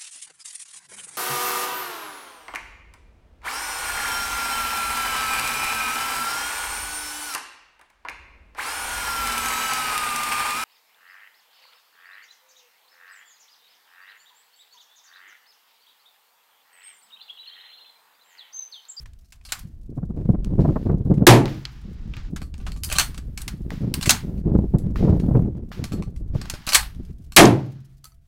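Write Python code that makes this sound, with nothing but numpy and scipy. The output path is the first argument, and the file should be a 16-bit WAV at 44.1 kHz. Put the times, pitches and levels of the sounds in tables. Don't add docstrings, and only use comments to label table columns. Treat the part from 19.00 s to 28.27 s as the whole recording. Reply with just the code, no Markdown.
import sys
import numpy as np
from scipy import signal
from scipy.fft import rfft, irfft
from scipy.io import wavfile

SR = 44100
rng = np.random.default_rng(int(sys.argv[2]) if len(sys.argv) > 2 else 0)


def transcribe(signal):
    frames = np.atleast_2d(signal).T
    limited = np.clip(frames, -1, 1)
    pcm = np.round(limited * 32767).astype(np.int16)
    wavfile.write(sys.argv[1], SR, pcm)


N = 408807

# t/s, length/s, level/dB, treble/dB
RUBS = [(0, 0.038, -70, -51), (4.204, 0.524, -78.5, -64), (1.58, 0.32, -67.5, -61), (4.054, 0.16, -67, -68),
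        (5.189, 0.23, -74.5, -60), (5.5, 0.28, -80, -66), (6.146, 0.29, -78.5, -58),
        (6.846, 0.169, -64.5, -73), (7.326, 0.56, -59, -59), (7.839, 0.29, -74.5, -67.5)]
# f/Hz, level/dB
WASH_SPECTRUM = [(400, -22.5), (800, 2.5), (1500, 4), (2500, 0.5), (5000, -3), (7000, -11), (16000, -58.5)]
# f/Hz, level/dB
HISS_SPECTRUM = [(180, -42), (300, -0.5), (603, -27), (667, -2), (787, -8), (915, -9), (1430, -6),
                 (16000, -14.5)]
# t/s, level/dB
RUMBLE = [(0, -38.5), (.3, -52.5), (0.649, -41), (1.33, -24.5), (2.2, -31), (2.601, -44.5), (3.02, -33.5),
          (3.9, -29.5), (4.6, -34), (5.199, -33), (5.6, -26), (6.39, -22), (6.72, -40), (7.17, -30),
          (7.35, -29), (7.68, -51), (7.8, -29), (8.34, -39.5), (8.75, -61.5), (8.95, -47.5), (9.27, -55)]
# t/s, level/dB
GUSTS = [(0, -80), (.5, -71), (.65, -50), (.9, -64), (1.2, -26), (1.42, -38), (1.62, -19), (1.8, -29),
         (2.25, -26.5), (2.7, -48), (3.3, -42.5), (3.9, -46), (4.65, -39), (4.82, -28), (5.17, -39),
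         (5.3, -25.5), (5.43, -32.5), (5.5, -24.5), (5.67, -27.5), (5.71, -40.5), (5.77, -26.5),
         (5.9, -27.5), (6.12, -13.5), (6.21, -25.5), (6.35, -19.5), (6.43, -29), (6.64, -32), (6.72, -39),
         (7.05, -35), (7.35, -38.5), (7.65, -51), (7.9, -51.5), (8.34, -59.5), (8.85, -50.5), (9.27, -80)]
# t/s, level/dB, treble/dB (-12 = no tilt), peak f/Hz, t60/s, echo and ring send/dB
CLICKS = [(0.0578, -35.5, -23.5, 2130, 0.03, -22), (0.1331, -47, -10, 4130, 0.022, -16),
          (0.245, -57, -10, 5720, 0.03, 5), (0.3222, -37, -13, 2460, 0.056, -12),
          (.412, -47, -25.5, 2500, .02, -6), (0.4505, -34.5, -14, 4680, 0.048, 2),
          (0.4876, -39, -18, 3360, 0.12, -0.5), (0.5208, -11.5, -13.5, 1590, 0.041, -10),
          (0.5916, -32, -4, 11600, 0.04, -20), (1.4464, -17.5, -16, 1215, 0.0036, -14),
          (1.6045, -23.5, -26, 1450, 0.014, 2.5), (2.139, -44, -16, 2070, 0.045, -4),
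          (3.361, -28.5, -19, 1520, 0.078, -25), (3.4172, -20.5, -24.5, 1970, 0.011, 2),
          (3.5404, -27, -25, 2640, 0.018, -10), (3.5793, -38, -14, 6200, 0.015, -7),
          (3.5874, -49, -15, 1210, 0.02, -6), (3.601, -32.5, -27.5, 1480, 0.017, 6.5),
          (3.623, -30, -32, 1300, 0.021, 1), (3.6653, -29.5, -25, 1300, 0.12, -10),
          (3.7186, -27.5, -16.5, 4730, 0.019, -6), (3.7624, -35.5, -18, 1390, 0.018, 4),
          (3.8348, -9, -4.5, 4660, 0.0094, 3.5), (3.889, -32, -17, 4360, 0.041, -13),
          (3.8999, -15, -17, 2880, 0.011, 2), (3.9145, -18, -25, 2460, 0.16, -32),
          (3.925, -8, -4, 2460, 0.02, -5.5), (3.9533, -23, -23.5, 3570, 0.021, 14.5),
          (3.9846, 2, -11.5, 1582, 0.016, -0.5), (3.9952, -10, -20.5, 2940, 0.114, -25),
          (4.144, -33, -20, 2550, 0.035, -4), (4.177, -27, -16.5, 1680, 0.041, -11),
          (4.375, -21, -13.5, 2350, 0.033, -6), (4.4064, -32.5, -14, 10400, 0.022, 6),
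          (4.417, -21.5, -1, 8720, 0.024, -23), (4.4787, -18.5, -13.5, 2260, 0.043, -11),
          (4.9397, -9.5, -7, 2430, 0.026, -9.5), (5.0114, -17, -15, 3140, 0.016, 2),
          (5.027, -16.5, -13.5, 4200, 0.058, -8), (5.0573, -16.5, -14, 2000, 0.085, -1.5),
          (5.0933, 1.5, -14.5, 6300, 0.039, -4.5), (5.1054, 0, -11, 3840, 0.043, -34),
          (5.378, -49.5, -18, 2500, .03, -1.5), (5.7846, -35, -2.5, 1207, 0.032, -4.5),
          (6.198, -34.5, -20, 1900, 0.037, -5), (6.8401, -19.5, -17, 1200, 0.025, -4),
          (6.92, -26, -21, 1250, 0.019, 7), (7.0236, -24, -25, 2230, 0.013, -2),
          (7.1615, -40, -15.5, 2016, 0.023, -2), (7.348, -35, -25, 2500, 0.033, -1),
          (7.4142, -22.5, -20, 4700, 0.025, -8.5), (7.449, -26, -25.5, 1250, 0.06, -1),
          (7.4557, -26, -24, 1290, 0.015, -13), (7.4983, -15.5, -12.5, 4370, 0.036, -10),
          (7.5378, -13, -25.5, 4400, 0.02, 1), (7.6667, -17.5, -5, 4330, 0.021, 2),
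          (7.673, -16, -23, 2370, 0.087, -2.5), (7.6894, -10.5, -16.5, 4800, 0.037, -2),
          (7.7216, -13, -17, 2630, 0.051, -23), (7.7318, -4, -12.5, 4630, 0.024, 3),
          (7.7463, 3, -13, 1480, 0.067, -9.5), (7.7542, 5, -16, 9200, 0.012, -11),
          (7.947, -44.5, -17, 3500, 0.022, -4), (8.05, -48, -10, 5000, 0.032, -5),
          (8.321, -26, -14, 3140, 0.015, -1), (9.0426, -23, 1.5, 4600, 0.01, -1.5)]
# f/Hz, level/dB
STEEL_SPECTRUM = [(180, -31.5), (300, -15.5), (502, -37), (565, -11.5), (1250, -6), (1480, -3.5),
                  (1870, -4), (3030, -1.5), (8640, -2.5), (16000, -14.5)]
# f/Hz, level/dB, t60/s
GUN_MODES = [(610, -8, .07), (794, -4, 0.069), (1170, -6, .18), (1304, -7, .12), (1630, -5.5, 0.073),
             (2760, -7, .06), (3090, -8.5, 0.051), (4330, -8, 0.15), (4850, -7, 0.17), (8600, -5.5, .04),
             (11600, -10, 0.15)]
# t/s, length/s, level/dB
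SLIDES = [(.43, .19, -49), (3.88, .14, -38.5), (4.99, .13, -44.5), (7.66, .13, -41)]
# t/s, level/dB, f/Hz, crackle/dB
FLAPS = [(0.647, -25, 126, -66), (0.891, -26, 242, -59), (0.922, -30.5, 283, -55),
         (0.977, -17.5, 106, -31.5), (1.028, -16.5, 145, -33.5), (1.102, -15.5, 180, -38.5),
         (1.295, -6.5, 133, -33), (1.344, -13, 118, -28), (1.518, -16.5, 185, -42),
         (1.587, -1.5, 129.6, -26), (1.647, -13, 363, -15), (1.689, -9, 155, -24), (1.757, -13, 205, -13.5),
         (1.864, -10.5, 178, -27), (1.895, -9, 121, -17.5), (1.936, -11, 110, -34),
         (2.001, -19.5, 115, -46), (2.057, -10.5, 169, -35), (2.111, -6, 151, -26), (2.217, -2.5, 180, -22),
         (2.896, -31, 118, -66.5), (3.066, -25, 109, -61), (3.331, -20, 202, -50), (3.416, -24, 165, -52),
         (4.715, -26, 130, -30.5), (4.829, -21, 136, -37), (5.066, -12, 160, -35),
         (5.465, -10.5, 245, -41.5), (5.513, -6, 156, -32.5), (5.549, -5, 258, -25), (5.59, -11, 140, -35),
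         (5.638, -12, 238, -43), (5.749, -3, 127.6, -29.5), (6.023, -14.5, 213, -26),
         (6.077, -20, 240, -18.5), (6.124, -6.5, 174, -23.5), (6.227, -18.5, 151, -40.5),
         (6.282, -12, 170, -29.5), (6.307, -7, 113.5, -25), (6.349, -4.5, 143, -15.5),
         (6.388, -9, 110, -30), (6.454, -19.5, 210, -36.5), (6.48, -13.5, 242, -41.5),
         (6.821, -16.5, 167, -43), (6.915, -18, 149, -48), (6.937, -14, 202, -36), (6.999, -22, 172, -42),
         (7.348, -11, 125.4, -29.5), (7.96, -28.5, 142, -66), (8.002, -26, 178, -60),
         (8.104, -24.5, 135, -71), (8.194, -31.5, 140, -75)]
# t/s, level/dB, bass lift/dB, decay factor, rise factor
SHOTS = [(2.2677, 0, 3.5, 0.96, 0.11), (8.3631, 4, 2, 0.93, 1.01)]
# f/Hz, level/dB
BLAST_SPECTRUM = [(35, -66), (60, -36.5), (118, -4.5), (160, -10), (330, -1), (427, -9.5), (862, -8),
                  (1280, -18), (2140, -17), (11500, -29.5), (16000, -44.5)]
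# f/Hz, t60/s
BLAST_T60 = [(80, 0.75), (210, 0.46), (560, 0.39), (1470, 0.32), (3880, 0.25), (10200, 0.23)]
# f/Hz, rise/s
BLAST_RISE = [(100, 0.028), (400, 0.022), (1500, 0.0052), (6000, 0.00077)]
# f/Hz, level/dB, t60/s
BOOM_MODES = [(26.7, -14, .3), (117, -16.5, .7), (135, -17, 0.95), (205, -26, .7), (339.4, -10, 0.16)]
# t/s, level/dB, f/Hz, t60/s, wash level/dB, wash treble/dB, wash t60/s
CRACKS = [(2.457, -9, 3200, 0.0063, -47, -58, 0.72), (2.4797, -16.5, 2380, 0.01, -62, -50, 0.94),
          (2.6531, -10.5, 4430, 0.02, -56.5, -64, 0.73), (3.138, -21.5, 2820, 0.026, -58, -82, .25),
          (3.168, -23.5, 2530, 0.0083, -50, -85, 0.2), (4.7053, -12.5, 1620, 0.0085, -52.5, -49.5, 0.79),
          (5.9589, -16, 1680, 0.023, -51, -49, 0.75), (6.7167, -14.5, 1380, 0.0094, -51, -49.5, 0.65),
          (8.4542, -1, 5920, .016, -50, -52, 1)]
# t/s, length/s, level/dB, treble/dB
ROLLS = [(2.598, 0.707, -68, -92), (3.128, 0.182, -70, -88)]
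# f/Hz, level/dB, t60/s
SHELL_MODES = [(1287, -48, 0.078), (4560, -45, 0.035), (5950, -46.5, 0.032)]
# t/s, level/dB
SHELL_TAPS = [(9.0406, -5), (9.054, 3.5), (9.12, -12.5)]


def gain_of(db):
    return 10 ** (np.asarray(db) / 20)


def unit_rms(x):
    return x / np.sqrt(np.mean(x ** 2) + 1e-20)


def lookup(table, hz):
    f, value = np.transpose(table)
    return np.interp(np.log(hz + 1), np.log(f + 1), value)


def add(mix, at_s, sound):
    part = mix[round(at_s * SR):][:len(sound)]
    part += sound[:len(part)]


def shaped(x, db_at):
    return unit_rms(irfft(rfft(x) * gain_of(db_at(np.fft.rfftfreq(len(x), 1 / SR))), len(x)))


def band(hz, centre_hz, below_db_oct, above_db_oct):
    octaves = np.log2((hz + 1) / centre_hz)
    return np.where(octaves < 0, below_db_oct * octaves, -above_db_oct * octaves)


def wander(rate_hz, depth_db):
    drift = shaped(rng.standard_normal(N), lambda hz: band(hz, rate_hz, 0, 7.026))
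    return unit_rms(gain_of(depth_db * drift))


def contour(table):
    return gain_of(np.interp(np.arange(N) / SR, *np.transpose(table)))


def strokes(rows, shape):
    out = np.zeros(N)
    for at_s, length_s, db in rows:
        add(out, at_s, gain_of(db) * shape(np.linspace(0, 1, round(length_s * SR))))
    return out


def ringing(modes, length_s):
    t = np.arange(round(length_s * SR)) / SR
    return sum(gain_of(db - 60 * t / t60_s) * np.sin(2 * np.pi * hz * t) for hz, db, t60_s in modes)


def wash_gain(clatter, column, return_db, return_t60_s=0.25, fade_share=0.13):
    t = np.arange(SR) / SR
    rows = [(at_s, length_s, levels_db[column]) for at_s, length_s, *levels_db in RUBS + ROLLS]
    power = strokes(rows, lambda u: np.minimum(np.minimum(u, 1 - u) * 2 / fade_share, 1)) ** 2
    for at_s, _, _, _, *levels_db, t60_s in CRACKS:
        add(power, at_s, (gain_of(levels_db[column] - 60 * t / t60_s) * (1 - t)) ** 2)
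    field_decay = gain_of(return_db - 60 * t / return_t60_s)
    power += abs(signal.oaconvolve(clatter ** 2, field_decay ** 2)[:N])
    return np.sqrt(power)


def rubs_and_field(clatter):
    dull = shaped(rng.standard_normal(N) * wander(44, 0.79), lambda hz: lookup(WASH_SPECTRUM, hz))
    treble = shaped(rng.standard_normal(N) * wander(60, 1.4), lambda hz: band(hz, 14000, 4.5, 15))
    dull *= wash_gain(clatter, column=0, return_db=-47)
    treble *= wash_gain(clatter, column=1, return_db=-49)
    return gain_of(6.5) * dull + gain_of(-8.5) * treble


def background(hiss_db=-75, tone_db=-80, tone_hz=672):
    hiss = shaped(rng.standard_normal(N) * wander(6, 3), lambda hz: lookup(HISS_SPECTRUM, hz))
    tone = wander(5, 3.5) * np.sin(2 * np.pi * tone_hz * np.arange(N) / SR)
    return gain_of(hiss_db) * hiss + gain_of(tone_db) * tone


def rustle(scuffs_per_s=14, rise_s=0.004, level_db=-75.5):
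    scuffs = (rng.random(N) < scuffs_per_s / SR) * gain_of(3 * np.minimum(rng.exponential(1, N), 2))
    u = np.arange(2048) / SR / rise_s
    envelope = signal.oaconvolve(scuffs, u * np.exp(1 - u))[:N]
    return gain_of(level_db) * shaped(envelope * rng.standard_normal(N), lambda hz: band(hz, 5100, 5.4, 4.2))


def wind(eddies_per_s=600, stir_db=-15, stir_s=0.012):
    rumble = shaped(rng.standard_normal(N), lambda hz: band(hz, 58, 0.73, 14))
    size = np.minimum(rng.exponential(1, N), 4)
    eddies = (rng.random(N) < eddies_per_s / SR) * rng.choice([-1., 1.], N) * wander(22, 3.7)
    buffet = shaped(eddies * gain_of(0.5 * size), lambda hz: band(hz, 190, 6.8, 8.8) - hz / 15.6)
    edge = shaped(eddies * gain_of(1.9 * size), lambda hz: band(hz, 330, 42, 8.6) - hz / 52)
    strength = contour(GUSTS) * wander(7.4, 3.2)
    u = np.arange(8192) / SR / stir_s
    for at_s, db, *_ in FLAPS:
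        add(strength, max(at_s - stir_s, 0), gain_of(db + stir_db) * u * np.exp(1 - u))
    rumble *= contour(RUMBLE) * wander(2, 1.2)
    buffet *= gain_of(1.5) * strength
    edge *= gain_of(-2.5) * strength ** 1.46 * wander(30, 0.68)
    return rumble + buffet + edge


def clicks(rise_s=0.0011, peak_db=6, peak_width_oct=0.22):
    direct, send = np.zeros(N), np.zeros(N)
    t = np.arange(4096) / SR
    for at_s, db, treble_db, peak_hz, t60_s, send_db in CLICKS:
        def spectrum_db(hz):
            tilt = 0.44 * (treble_db + 12) * np.log2((hz + 1) / 3000)
            peak = peak_db * np.exp(-(np.log2((hz + 1) / peak_hz) / peak_width_oct) ** 2)
            return lookup(STEEL_SPECTRUM, hz) + tilt + peak
        envelope = gain_of(db - 5 - 60 * t / max(t60_s, 0.004)) * np.minimum(t / rise_s, 1)
        click = envelope * shaped(rng.standard_normal(len(t)), spectrum_db)
        add(direct, at_s, click)
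        add(send, at_s, gain_of(send_db) * click)
    return direct, send


def gun_ring(blows, level_db=-11):
    response = ringing(GUN_MODES, 0.29)
    return gain_of(level_db) * signal.oaconvolve(blows, response / np.linalg.norm(response))[:N]


def shelter(sound, roof_delay_s=0.0115):
    taps = np.zeros(16000)
    slots = np.arange(200, 15980, 20)
    taps[slots + rng.integers(0, 20, len(slots))] = rng.choice([-1., 1.], len(slots))
    taps[round(roof_delay_s * SR)] = 4.5
    hz, t, spectra = signal.stft(taps, SR, nperseg=256)
    t60_s = lookup([(500, 0.043), (3000, 0.077), (12000, 0.23)], hz)
    tail = signal.istft(spectra * gain_of(-60 * t / t60_s[:, None]), SR, nperseg=256)[1]
    return signal.oaconvolve(sound, tail / np.linalg.norm(tail))[:N]


def slide(swell_db=11):
    grit = rng.standard_normal(N) * wander(220, 6.6)
    push = strokes(SLIDES, lambda u: gain_of(swell_db * (u - 2)) * np.minimum(30 * np.minimum(u, 1 - u), 1))
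    return push * shaped(grit, lambda hz: lookup(STEEL_SPECTRUM, hz))


def wind_flaps():
    out, t = np.zeros(N), np.arange(2048) / SR
    crackle_envelope = t / 0.0057 * np.exp(1 - t / 0.0045)
    for at_s, db, hz, crackle_db in FLAPS:
        cycles = np.arange(-1.2 * SR / hz, 1.2 * SR / hz) * hz / SR
        add(out, at_s, -gain_of(db) * np.sin(2 * np.pi * cycles) * np.exp(-(cycles / 0.43) ** 2))
        crackle = shaped(rng.standard_normal(len(t)), lambda f: band(f, 690, 1.1, 5.7) - f / 60)
        add(out, at_s, gain_of(crackle_db) * crackle * crackle_envelope)
    return out


def shot(db, bass_db, decay_factor, rise_factor):
    t = np.arange(SR) / SR
    hz = np.fft.rfftfreq(SR, 1 / SR)
    spectrum = rfft(shaped(rng.standard_normal(SR), lambda f: lookup(BLAST_SPECTRUM, f) + bass_db * (f < 500)))
    blast = np.zeros(SR)
    for centre_hz in 40 * 2 ** (np.arange(18) / 2):
        share = np.clip(1 - abs(2 * np.log2((hz + 1) / centre_hz)), 0, 1)
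        swell = (1 - np.exp(-t / (rise_factor * lookup(BLAST_RISE, centre_hz)))) ** 2
        swell *= 1 + 0.94 * np.exp(-t / 0.015) * (centre_hz > 1000)
        decay = gain_of(-60 * t / (decay_factor * lookup(BLAST_T60, centre_hz)))
        blast += irfft(spectrum * share, SR) * swell * decay
    boom = ringing(BOOM_MODES, 1) * (1 - np.exp(-t / (rise_factor * 0.04)))
    return gain_of(db) * (gain_of(3.5) * blast + gain_of(1.5) * boom)


def far_cracks():
    out, t = np.zeros(N), np.arange(4096) / SR
    for at_s, db, hz, t60_s, *_ in CRACKS:
        snap = shaped(rng.standard_normal(len(t)), lambda f: band(f, hz, 8.7, 30))
        add(out, at_s, snap * gain_of(db - 11.5 - 60 * t / t60_s))
    return out


def shell_taps():
    out = np.zeros(N)
    for at_s, db in SHELL_TAPS:
        add(out, at_s, gain_of(db) * ringing(SHELL_MODES, 0.12))
    return out


def scene():
    clatter, send = clicks()
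    scrape = slide()
    send += gain_of(1.5) * scrape
    ring = gun_ring(send)
    mix = clatter + scrape + ring + shelter(send + ring)
    mix += far_cracks() + rustle() + rubs_and_field(clatter) + wind() + wind_flaps() + shell_taps()
    for at_s, *settings in SHOTS:
        add(mix, at_s, shot(*settings))
    return (mix + background())[None]


def record(dry):
    ceiling, coupling_hz, cutoff_hz = 0.72, 11, 15900
    clipped = dry / (1 + abs(dry / ceiling) ** 8) ** (1 / 8)
    coupled = signal.lfilter(*signal.butter(1, coupling_hz, "high", fs=SR), clipped)
    lowpass = signal.firwin(511, cutoff_hz, window=("kaiser", 9), fs=SR)
    return signal.oaconvolve(coupled, lowpass[None], "same")


dry = scene()
out = record(dry)
transcribe(out)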